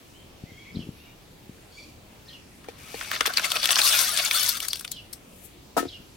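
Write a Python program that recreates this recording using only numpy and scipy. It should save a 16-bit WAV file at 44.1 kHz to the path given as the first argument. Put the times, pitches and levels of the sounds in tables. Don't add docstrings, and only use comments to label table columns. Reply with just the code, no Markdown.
import sys
import numpy as np
from scipy import signal
from scipy.io import wavfile

SR = 44100
rng = np.random.default_rng(int(sys.argv[2]) if len(sys.argv) > 2 else 0)


def store_pcm(level_fs):
    pcm = np.round(np.clip(level_fs, -1, 1) * 32767).astype(np.int16)
    wavfile.write(sys.argv[1], SR, np.atleast_2d(pcm).T)


N = 271656
TIME = np.arange(N) / SR
SIDES = np.array([[1], [-1]])

EDGES = np.geomspace(22, 17000, 27)
BANK = [(np.sqrt(low * high), high - low, signal.butter(2, [low, high], "band", fs=SR, output="sos"))
        for low, high in zip(EDGES, EDGES[1:])]


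def from_db(db):
    return 10 ** (np.asarray(db) / 20)


def rms_one(x):
    return x / np.sqrt(np.mean(x ** 2) + 1e-20)


def at_hz(points, hz):
    table = np.array(points)
    return np.interp(np.log(hz), np.log(table[:, 0]), table[:, 1])


def in_time(rows):
    s, *columns = np.transpose(rows)
    return [np.interp(TIME, s, c, left=-120, right=-120) for c in columns]


def filt(x, hz, kind, order=2):
    return signal.sosfilt(signal.butter(order, hz, kind, fs=SR, output="sos"), x + 1e-18)


def pan(db):
    gains = from_db(db * SIDES / 2)
    return gains / gains.mean()


def stereo(pair, alike):
    alike = np.clip(alike, -.99, .99)
    return np.sqrt(1 + alike) * pair[0] + np.sqrt(1 - alike) * pair[1] * SIDES


def add(out, s, sound):
    start = int(np.clip(round(s * SR), 0, N - 1))
    out[..., start:start + sound.shape[-1]] += sound[..., :N - start]


def drift(rate, size=N):
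    return np.interp(TIME[:size] * rate, np.arange(4096), rng.standard_normal(4096))


def swell(s, attack_s, hold_s, release_s):
    growth = np.minimum(TIME - s, 0) / attack_s
    decay = np.maximum(TIME - s - hold_s, 0) / release_s
    return np.exp(growth - decay)


def resonance(x, hz, width_hz):
    r = np.exp(-np.pi * width_hz / SR)
    feed = np.array([1, 0, -1]) * (1 - r * r) / 2
    return signal.lfilter(feed, [1, -2 * r * np.cos(2 * np.pi * hz / SR), r * r], x + 1e-18)


def tone_at(hz_curve):
    return np.sin(2 * np.pi * np.cumsum(hz_curve) / SR)


def echoes(x, t60, wet_db, size=26000):
    tail = rng.standard_normal((2, size)) * from_db(-60 * TIME[:size] / t60)
    tail /= np.sqrt(np.sum(tail ** 2, axis=1, keepdims=True))
    return x + from_db(wet_db) * signal.fftconvolve(np.atleast_2d(x), tail, axes=1)[:, :N]


ZONES_HZ = [1090, 3740, 10300]


def zone_level(zone_db, hz):
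    shares = [np.interp(np.log(hz), np.log(ZONES_HZ), row) for row in np.eye(3)]
    return np.dot(shares, zone_db)


# (time [s], level [dB])
POUR_FLOW = [(2.6, -65), (2.741, -59.5), (2.82, -55), (3.01, -45), (3.14, -41), (3.33, -41.5), (3.46, -37),
             (3.599, -36.5), (3.68, -34), (3.77, -31.5), (3.86, -28), (4.0, -31), (4.11, -31.5),
             (4.15, -33), (4.225, -35.5), (4.27, -31.5), (4.298, -42), (4.335, -30), (4.45, -30.5),
             (4.56, -40), (4.595, -46), (4.68, -47), (4.77, -51), (5.05, -82)]
POUR_START_S, POUR_END_S = POUR_FLOW[0][0], POUR_FLOW[-1][0]
HALF_FULL_S, HEAP_DAMPS_DB_PER_S, HEAP_BRIGHTENS_DB_PER_S = 3.67, 5, 6


def pour_levels(body_swing=0.97):
    flow, heap = in_time(POUR_FLOW)[0], TIME - HALF_FULL_S
    body = flow.max() + body_swing * (flow - flow.max())
    return np.array([body - HEAP_DAMPS_DB_PER_S * heap, flow, flow + HEAP_BRIGHTENS_DB_PER_S * heap])


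# (frequency [Hz], density [dB per Hz])
SHELL_COLOUR = [(150, -15), (300, -17.5), (480, -10.5), (700, -9.5), (880, -10.5), (1280, 1), (1900, -1.5),
                (2400, 0), (3900, 1), (6100, -2), (6900, -5.5), (10400, -2.5), (14000, -10), (16000, -13.5)]
# (frequency [Hz], left-right likeness [-1 to 1])
NEAR_LIKENESS = [(300, 0.89), (1200, -0.2), (2400, 0.66), (5000, 0.5), (8000, 0.19), (13000, 0.2)]
# (frequency [Hz], left-right difference [dB])
NEAR_PAN = [(400, 1), (1300, 3), (2400, 0.5), (4400, 5), (8100, 8.5), (15000, 11)]


def shell_sound(contacts, zone_db, patchy_db, lowest_hz=200):
    out, power, size = 0, 0, len(contacts)
    for hz, width, sos in BANK:
        if hz > lowest_hz:
            kicks = stereo(contacts * rng.standard_normal((2, size)), at_hz(NEAR_LIKENESS, hz))
            gain = from_db(at_hz(SHELL_COLOUR, hz))
            level = from_db(zone_level(zone_db, hz) + patchy_db * drift(59.6, size))
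            band = signal.sosfilt(sos, kicks + 1e-18)
            out = out + gain * level * pan(at_hz(NEAR_PAN, hz)) * band
            power += gain ** 2 * width / (SR / 2)
    return out / np.sqrt(power)


def pour(contacts_per_s=800, size_db=2.0, wash=1.0, clatter_db=-0.5, splash_db=-0.5):
    during = (TIME > POUR_START_S) & (TIME < POUR_END_S)
    body, clatter, splash = pour_levels()[:, during]
    sizes = from_db(size_db * np.minimum(rng.exponential(1, N), 3.5))
    hits = rms_one(sizes * (rng.random(N) < contacts_per_s / SR))
    contacts = rms_one(hits + wash)
    out = np.zeros((2, N))
    zones = [body, clatter + clatter_db, splash + splash_db]
    add(out, POUR_START_S, shell_sound(contacts[during], zones, patchy_db=3.0))
    return out


def ring_growth(s, rise_db_per_s=10.0):
    return rise_db_per_s * np.minimum(s - HALF_FULL_S, 0)


def hollow_shells(t60=0.097, size_db=2.5, body_db=1.0, clatter_db=-1.5, splash_db=3.5,
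                  lowest_hz=620, highest_hz=14000, count=750, size=4000):
    levels = pour_levels().T + [body_db, clatter_db, splash_db]
    out, t = np.zeros((2, N)), TIME[:size]
    chances = zip(rng.random((count, 2)), rng.standard_normal((count, 3)))
    for (when, pitch), (strength, place, skew) in chances:
        s = POUR_START_S + when * (POUR_END_S - POUR_START_S)
        hz = lowest_hz * (highest_hz / lowest_hz) ** (pitch ** .75)
        db = zone_level(levels[int(s * SR)], hz) + at_hz(SHELL_COLOUR, hz)
        db += size_db * min(strength, 1.5) + ring_growth(s)
        fade = from_db(-60 * t / t60 * (hz / 3000) ** .55) * (1 - np.exp(-t / .0008))
        ring = np.sin(2 * np.pi * hz * t + .5 * skew * SIDES)
        add(out, s, from_db(db) * fade * ring * pan(at_hz(NEAR_PAN, hz) + 4 * place))
    return out


def collision(force, hz, body_db, edge_db, ring_gain, ring_q, partner_gain=1.7, partner_octaves=0.895):
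    burst = shell_sound(force, [body_db, 0, edge_db], patchy_db=-4.5)
    partner_hz = hz * 2 ** (partner_octaves * rng.uniform(-0.923, 1))
    ring = ring_gain * resonance(burst, hz, hz / ring_q)
    partner = partner_gain * resonance(burst, partner_hz, partner_hz / (2 * ring_q))
    burst = burst + ring + partner
    return burst * np.sqrt(np.sum(force ** 2) / np.sum(burst.mean(axis=0) ** 2))


HIT_DAMPS_DB_PER_S, BODY_DB_PER_OCTAVE, TYPICAL_SHELL_HZ = 10.5, 10, 3420


def heap_body(s, hz):
    return -HIT_DAMPS_DB_PER_S * (s - HALF_FULL_S) - BODY_DB_PER_OCTAVE * np.log2(hz / TYPICAL_SHELL_HZ)


CRACK_LEAD_S = .005


def crack(hz, edge_db, ring_gain=11.3, ring_q=5.4, partner_gain=3.6, snap_db=-2.0, size=2600):
    click = np.zeros(size)
    click[round(CRACK_LEAD_S * SR)] = 1
    partner_hz = TYPICAL_SHELL_HZ * 2 ** rng.uniform(-1.46, 0.83)
    ring = ring_gain * resonance(click, hz, hz / ring_q)
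    partner = partner_gain * resonance(click, partner_hz, partner_hz / ring_q)
    snap = from_db(edge_db + snap_db) * filt(click, 7400, "high")
    sound = filt(click, [1000, 5500], "band") + ring + partner + snap
    return filt(sound / np.abs(sound).max(), 410, "high")


# (time [s], crack level [dB], ring [Hz], rattle level [dB],
# treble against the rattle [dB], rattle decay [s])
CLACKS = [(2.645, -42, 1960, -35, -13, .0047), (3.0119, -17.5, 2000, -14, -38, 0.0021),
          (3.0261, -30, 1720, -22, -28, 0.0024), (3.1157, -6, 1750, -15.5, -11.5, 0.0038),
          (3.1536, -15, 2540, -23, -28, .0015), (3.2089, -4, 2060, -0.5, -22, 0.0018),
          (3.2574, -10, 2320, -11, -35, 0.0042), (3.2617, -13, 2280, -4.5, -11, 0.0021),
          (3.3384, -18, 4500, -16.5, -16, 0.0044), (3.3728, -1, 4740, -3.5, -21, 0.0038),
          (3.382, -11, 2330, -8.5, -12, 0.0065), (3.3965, -13, 1670, -10.5, -24, 0.0039),
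          (3.504, -13, 4950, -19, -25, 0.0046), (3.5183, -7.5, 3670, -5, -14, 0.003),
          (3.5689, -8, 2820, -11, -32, .002), (3.6313, -11, 4470, -9, -26, 0.0033),
          (3.657, -5, 3700, -0.5, -13.5, 0.0016), (3.675, -15, 4950, -17, -26, .0023),
          (3.691, -9, 2600, -10, -27, .0018), (3.707, -2, 3300, -4, -24, 0.0028),
          (3.7298, -8, 3150, -10, -22, .002), (3.758, -3, 5060, -5.5, -16, 0.0034),
          (3.7676, -10.5, 1260, -11, -20, 0.0025), (3.7885, -10, 2480, -6, -23, 0.0025),
          (3.791, -7, 1800, -10, -21, .002), (3.8016, -19, 2440, -11, -16, 0.0038),
          (3.8169, -11, 4170, -2, -21, 0.0031), (3.8775, -14, 3700, -20, -10, .0015),
          (3.9278, -14, 4750, -9, -5, .0017), (3.948, -20, 3550, -18, -20, 0.0023),
          (3.991, -5, 6260, -4.5, -13, 0.004), (4.165, -13, 4400, -13, -16, .003),
          (4.1748, -14, 3930, -4, -21, 0.0027), (4.1882, -13, 2470, -13, -11, .0035),
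          (4.2605, -11, 4160, -9.5, -24, .0029), (4.2837, -16, 1550, -16, -11, 0.0017),
          (4.312, -8.5, 2350, -4, -20, 0.003), (4.347, -12, 3900, -12, -4, .0015),
          (4.3742, -14, 3500, -15, -10, .002), (4.3973, -19, 5200, -10, -8, 0.003),
          (4.4337, -17, 4500, -6, -5, 0.0032), (4.492, -6, 4620, -5.5, -1, 0.0051),
          (4.572, -16, 1570, -16, -7, 0.0052), (4.6033, -16.5, 2970, -11.5, -8, 0.0023),
          (4.6506, -21, 2020, -18, -16, 0.0019), (4.6849, -12.5, 4900, -8, -10, 0.0024),
          (4.7326, -12.5, 3300, -5.5, -16, 0.0012), (4.7575, -24, 2800, -18.5, -11, .003),
          (4.7713, -27, 3900, -24, -10, .0025), (4.7963, -26, 5500, -20.5, -8, 0.0043),
          (4.8105, -25, 1500, -23.5, -9.5, 0.0044), (4.849, -22, 2480, -17, -17, 0.0037),
          (4.8784, -26, 3500, -19.5, -17, .0015), (4.9178, -16, 6600, -13.5, -6, 0.0035),
          (5.1335, -19, 5470, -22.5, -4.5, 0.0097)]


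def clacks(crack_db=-0.5, rattle_db=-7.5, body_db=-2.0, edge_db=16.5,
           settle_db=-25.0, settle_s=0.032, graze_share=0.77, size=2600):
    out, t = np.zeros((2, N)), TIME[:size] - CRACK_LEAD_S
    after = np.maximum(t, 0)
    settling = from_db(settle_db) * np.exp(-after / settle_s)
    for s, crack_level, hz, rattle_level, treble, rattle_s in CLACKS:
        graze = np.exp(np.minimum(t, 0) / (graze_share * rattle_s))
        force = .5 * (np.exp(-after / rattle_s) + settling) * graze
        edge = treble + edge_db
        rattle = collision(force, hz, heap_body(s, hz) + body_db, edge, ring_gain=1.3, ring_q=8.9)
        impact = crack(hz, edge) * pan(at_hz(NEAR_PAN, hz) + 1.9)
        clack = from_db(rattle_level + rattle_db) * rattle + from_db(crack_level + crack_db) * impact
        add(out, s - CRACK_LEAD_S, clack)
    return out


# (time [s], level [dB], ring [Hz], spread [s], body [dB], treble [dB])
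CLUMPS = [(3.138, -15, 2060, 0.011, 6.5, -8.5), (3.163, -12, 1890, 0.0022, 12, -13),
          (3.27, -8, 3530, 0.0047, 11, 5), (3.298, -14.5, 1530, 0.0064, 19, -1),
          (3.452, -8.5, 1170, 0.0094, 1, -9), (3.56, -8.5, 1394, 0.005, 9.5, -5.5),
          (3.641, -9.5, 3380, 0.0063, 7.5, -5.5), (3.693, -9, 3450, 0.0029, 15.5, -2),
          (3.717, -6, 3200, 0.0063, 6, 6), (3.791, -4.5, 2500, 0.0048, 3, -3),
          (3.864, -5.5, 3700, 0.025, -28, 4.5), (3.946, -7, 3560, 0.022, 5.5, 4),
          (4.012, -8.5, 5200, 0.029, 2.5, 7.5), (4.195, -11.5, 2130, 0.013, 1, -8),
          (4.25, -9.5, 7500, 0.003, -5, 1), (4.351, -13.5, 4550, 0.012, 1, 1.5),
          (4.491, -9.5, 4496, 0.0055, 1, 5), (4.628, -18, 1820, 0.006, 4.5, 0),
          (4.649, -21.5, 2170, 0.0092, 2, 0)]


def clumps(level_db=-14.0, edge_db=5.5, contact_share=.08, lag_s=0.00026, size=3528):
    out, t = np.zeros((2, N)), TIME[:size] - TIME[size] / 2
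    for s, db, hz, spread, body, treble in CLUMPS:
        grains = rms_one(1.0 * (rng.random(size) < contact_share))
        force = grains / np.cosh((t - lag_s) / spread)
        crunch = collision(force, hz, body, treble + edge_db, ring_gain=1.32, ring_q=8.2)
        add(out, s + t[0], from_db(db + level_db) * crunch)
    return out


# (frequency [Hz], relative gain [dB])
STEADY_TONES = [(610, 5.5), (708, 3.5), (1300, -8), (2220, 1), (2484, -2), (2684, 0), (3530, 5.5),
                (3838, 0), (3990, -2), (4500, 7), (5156, 2.5), (5490, -2.5), (5940, 4), (6335, 4)]


def steady_tones(x, direct_db=-1.5, ring_db=-1.0, width_hz=28, wander_db=3.5, wander_per_s=7):
    rings = 0
    for hz, db in STEADY_TONES:
        level = from_db(db + wander_db * drift(wander_per_s))
        rings = rings + level * resonance(x, hz, width_hz)
    return from_db(direct_db) * x + from_db(ring_db + ring_growth(TIME)) * rings


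# (time [s], level [dB])
STREAM = [(2.74, -76), (2.79, -54), (2.9, -51.5), (3.0, -42), (3.1, -47.5), (3.25, -55.5)]


def stream(hz=2400, width_hz=560, spray_db=-0.5, splutter_db=0.5, splutter_per_s=130):
    hollow = resonance(resonance(rng.standard_normal((2, N)), hz, width_hz), hz, width_hz)
    gurgle = hollow * from_db(splutter_db * drift(splutter_per_s))
    gurgle = rms_one(stereo(gurgle, alike=0.95)) * pan(db=2.0)
    drops = rng.standard_normal((2, N)) * (rng.random(N) < 3000 / SR)
    spray = from_db(spray_db) * rms_one(filt(drops, [4000, 13000], "band", order=1)) * pan(db=12.0)
    return (gurgle + spray) * from_db(in_time(STREAM)[0])


# (time [s], level [dB], spread [s])
SQUEAKS = [(4.709, -26, 0.0039), (4.744, -32, 0.0058)]
# (frequency [Hz], relative level [dB])
SQUEAK_TONES = [(4290, -8), (4730, -3.5), (5500, -11)]


def squeaks(rough=0.0079):
    level = sum(from_db(db) * np.exp(-np.hypot(1, (TIME - s) / spread) + 1) for s, db, spread in SQUEAKS)
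    tones = sum(from_db(db) * tone_at(hz * (1 + rough * drift(790))) for hz, db in SQUEAK_TONES)
    return level * tones * pan(db=6.0)


def struck(modes, contact_hz, sharpness, skew, size=12000):
    t, out = TIME[:size], 0
    for k, (hz, db, t60) in enumerate(modes):
        mistuning = sharpness * (hz / contact_hz - contact_hz / hz)
        strength = from_db(db + rng.standard_normal()) / np.hypot(1, mistuning)
        phase = skew * rng.uniform(-1, 1) * SIDES
        ring = np.sin(2 * np.pi * hz * t + phase) * from_db(-60 * t / t60)
        out = out + strength * (-1) ** k * ring
    return out * (1 - np.exp(-t * contact_hz * 2 * np.pi))


# (time [s], level [dB])
BASKET_KNOCKS = [(2.6855, -28.5), (2.943, -26.5), (3.209, -29), (3.277, -28.5), (3.563, -37.5)]
# (frequency [Hz], relative level [dB], decay by 60 dB [s])
BASKET_MODES = [(264, -10, 0.045), (465, 1, 0.045), (805, -4, 0.028), (1820, -12, 0.044),
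                (2380, -10, 0.039)]


def basket(tick_db=-8.0, tick_s=0.017):
    out = np.zeros((2, N))
    for s, db in BASKET_KNOCKS:
        knock = struck(BASKET_MODES, contact_hz=800, sharpness=.1, skew=0.59)
        tick = filt(rng.standard_normal(knock.shape), [900, 5000], "band", order=1)
        tick = tick * np.exp(-TIME[:knock.shape[1]] / tick_s)
        add(out, s, from_db(db) * (knock + from_db(tick_db) * tick))
    return out * pan(db=2.5)


# (time [s], level [dB], frequency the contact excites most [Hz])
POT_BLOWS = [(5.7665, -13, 590), (5.7757, -12.5, 820), (5.777, -18, 257), (5.781, -18.5, 1340),
             (5.792, -24, 1800), (5.801, -21.5, 270), (5.826, -20.5, 405), (5.851, -23, 320)]
# (frequency [Hz], relative level [dB], decay by 60 dB [s])
POT_MODES = [(214, -1.5, 0.031), (274, 1, 0.077), (350, -3.5, 0.087), (462, 0, 0.063), (556, -7, 0.043),
             (699, -1, 0.095), (800, -8.5, .05), (930, -1, 0.029), (1290, -1.5, 0.087), (1426, -4, 0.078),
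             (1620, -10, 0.063), (1804, -8, 0.11), (2050, -25, .09), (2880, -9, 0.057)]


def pot_down(grit_db=-9.0, grit_s=0.024, grit_top_hz=3500, sand_db=-32.5, sand_lag_s=0.0047):
    out = np.zeros((2, N))
    for s, db, contact_hz in POT_BLOWS:
        ring = struck(POT_MODES, contact_hz, sharpness=2.8, skew=0.8)
        crunch = rng.standard_normal(ring.shape) * np.exp(-TIME[:ring.shape[1]] / grit_s)
        crunch = crunch * contact_hz / 1000
        add(out, s, from_db(db) * (ring + from_db(grit_db) * filt(crunch, grit_top_hz, "low", order=1)))
    crush = swell(POT_BLOWS[0][0] + sand_lag_s, attack_s=0.0016, hold_s=0.016, release_s=0.018)
    sand = rms_one(filt(rng.standard_normal((2, N)), [5000, 15000], "band", order=1))
    sand = sand * from_db(sand_db) * crush
    return filt(out, 190, "high") * pan(db=3.5) + sand * pan(db=10.0)


# (time [s], relative level [dB], frequency [Hz])
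BUMPS = [(.438, -25, 163), (0.519, -31.5, 130), (0.749, -31, 234), (0.76, -29, 179), (.77, -18, 165),
         (0.792, -25, 230), (0.804, -28, 110), (.871, -30, 250), (.89, -23, 191), (1.495, -29, 190),
         (5.868, -34, 100), (6.003, -35, 180)]


def bumps(swell_s=0.0013):
    out, t = np.zeros(N), TIME[:SR // 10]
    envelope = t / swell_s * np.exp(1 - t / swell_s)
    for s, db, hz in BUMPS:
        add(out, s - .001, -from_db(db) * np.sin(2 * np.pi * hz * t) * envelope)
    return filt(out, [55, 900], "band") * pan(db=3.5)


GRIP_S, GRIP_LENGTH_S, GRIP_FADE_DB_PER_S = 0.752, 0.18, 70


def grip(rub_db=-41.5, rub_top_hz=390, groan_db=5.0, groan_hz=185, groan_width_hz=50):
    envelope = swell(GRIP_S, attack_s=0.015, hold_s=GRIP_LENGTH_S, release_s=0.027)
    fade = from_db(-GRIP_FADE_DB_PER_S * np.maximum(TIME - GRIP_S, 0))
    groan = from_db(groan_db) * tone_at(groan_hz + groan_width_hz * drift(150))
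    rub = rms_one(filt(rng.standard_normal(N), [90, rub_top_hz], "band", order=3))
    return (rub + groan) * from_db(rub_db) * envelope * fade * pan(db=3.5)


SWISH_S, SWISH_SWELL_S = 5.455, 0.2


def swish(swish_db=-57.5, flick_db=-45.5):
    half_s = SWISH_SWELL_S / 2
    sweep = from_db(swish_db) * swell(SWISH_S - half_s, attack_s=0.066, hold_s=half_s, release_s=0.088)
    flick = from_db(flick_db) * swell(SWISH_S, attack_s=0.015, hold_s=0, release_s=0.009)
    noise = rms_one(filt(rng.standard_normal((2, N)), [7500, 15000], "band"))
    return noise * (sweep + flick) * pan(db=13.0)


# (start time [s], relative level [dB])
PEEPS = [(0.72, -43.5), (2.25, -43), (4.883, -39.5), (5.849, -39.5)]
# (time into the peep [s], pitch [Hz], relative level [dB])
PEEP_SHAPE = [(0, 4055, -22), (.011, 4650, -11), (.021, 5500, -20), (0.0277, 4480, -9), (.03, 3330, -10),
              (.036, 3970, -1), (0.041, 4255, 4.5), (.046, 3340, -3), (.06, 3174, -7), (.07, 3253, -13),
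              (0.082, 3020, -1.5), (.088, 3420, 1), (.093, 2926, -3.5), (.108, 2880, -2.5),
              (.125, 2684, -9.5), (.135, 2520, -27)]


def peeps(level_db=-1.0, rough=0.056, rasp_db=-16.0, rasp_hz=4700, rasp_width_hz=1700):
    s, hz, note_db = np.transpose(PEEP_SHAPE)
    out, t = np.zeros(N), TIME[:int(s[-1] * SR)]
    slide, shape = np.interp(t, s, hz), from_db(np.interp(t, s, note_db))
    for start, db in PEEPS:
        tone = shape * tone_at(slide * (1 + rough * drift(1600, len(t))))
        rasp = resonance(rng.standard_normal(len(t)), rasp_hz, rasp_width_hz)
        rasp = rms_one(resonance(rasp, rasp_hz, rasp_width_hz)) * np.sin(np.pi * t / s[-1])
        add(out, start, from_db(db + level_db) * (tone + from_db(rasp_db) * rasp))
    return echoes(out, t60=0.33, wet_db=-1.0)


# (start time [s], length [s], pitch [Hz], level [dB],
# strongest overtone [Hz], fall away from it [dB per octave], final sag [share of pitch], hoarseness [dB])
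WHISTLES = [(0.127, 0.12, 1060, -47, 3060, 50, 0.028, -18), (0.451, 0.11, 1084, -51, 2300, 20, 0.053, -12),
            (0.481, .21, 1110, -50.5, 3300, 51, .01, -12), (0.549, 0.14, 1146, -52, 2250, 25, 0.0022, -14),
            (0.642, 0.031, 1338, -50, 2600, 40, 0.18, -10),
            (0.654, 0.074, 1130, -43.5, 2230, 23, 0.015, -15), (0.951, 0.21, 950, -53.5, 2900, 29, 0, -9),
            (1.059, 0.062, 1206, -55.5, 2380, 40, .03, -15), (1.695, 0.19, 1166, -52, 4340, 16, .08, -1),
            (1.762, 0.06, 1195, -46, 2300, 28, 0.14, -25), (1.822, 0.039, 1246, -52, 2450, 20, 0.17, -9),
            (2.25, 0.09, 940, -56, 1800, 30, 0.026, -11)]


def whistles(scoop_share=0.13, scoop_part=.22, waver=0.023, odd_db=-6.0,
             hoarse_spread=0.09, flutter_db=3.5, count=7):
    out = np.zeros(N)
    for s, length, hz, db, strongest_hz, fall_db, sag_share, hoarse_db in WHISTLES:
        u = np.linspace(0, 1, int(length * SR))
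        arch = hz * (1 - scoop_share * np.exp(-u / scoop_part) - sag_share * u ** 4)
        for part_db, jitter in ((0, waver), (hoarse_db, hoarse_spread)):
            phase = 2 * np.pi * np.cumsum(arch * (1 + jitter * drift(600, len(u)))) / SR
            tone = 0
            for k in range(2, 2 + count):
                overtone_db = odd_db * (k % 2) - fall_db * abs(np.log2(k * hz / strongest_hz))
                flutter = flutter_db * drift(92, len(u))
                tone = tone + from_db(overtone_db + flutter) * np.sin(k * phase)
            add(out, s, from_db(db + part_db) * np.sin(np.pi * u) * tone)
    return echoes(out, t60=0.55, wet_db=-2.5)


# (frequency [Hz], relative density [dB per Hz])
AIR = [(15, -41), (25, -8), (87, -3), (301, -8.5), (335, -9.5), (489, -12), (575, -13.5), (1190, -19.5),
       (1700, -23), (2300, -20.5), (2840, -18.5), (3080, -20.5), (3620, -22.5), (10700, -30), (12900, -27),
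       (16000, -33.5)]
# (frequency [Hz], left-right likeness [-1 to 1])
AIR_LIKENESS = [(60, 1), (250, 0.73), (1000, 0.01), (4000, 0.22), (14000, 0.1)]


def garden_air(air_db=-50, patchy_db=1.97):
    out, white = 0, rng.standard_normal((2, 2, N))
    for k, (hz, width, sos) in enumerate(BANK):
        band = signal.sosfilt(sos, stereo(white[k % 2], at_hz(AIR_LIKENESS, hz)))
        out = out + band * from_db(at_hz(AIR, hz) + patchy_db * drift(9.0))
    return from_db(air_db) * rms_one(out) * pan(db=0.5)


def scene():
    shells = stream() + steady_tones(pour() + clumps()) + hollow_shells() + clacks() + squeaks()
    in_basket = echoes(shells, t60=.05, wet_db=-13.0, size=4000)
    pot = pot_down() + bumps() + grip() + swish()
    return in_basket + basket() + pot + peeps() + whistles() + garden_air()


def record(dry, cutoff_hz=16000):
    low_pass = signal.ellip(10, .1, 80, cutoff_hz, fs=SR, output="sos")
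    return signal.sosfilt(low_pass, np.tanh(dry))


dry = scene()
out = record(dry)
store_pcm(out)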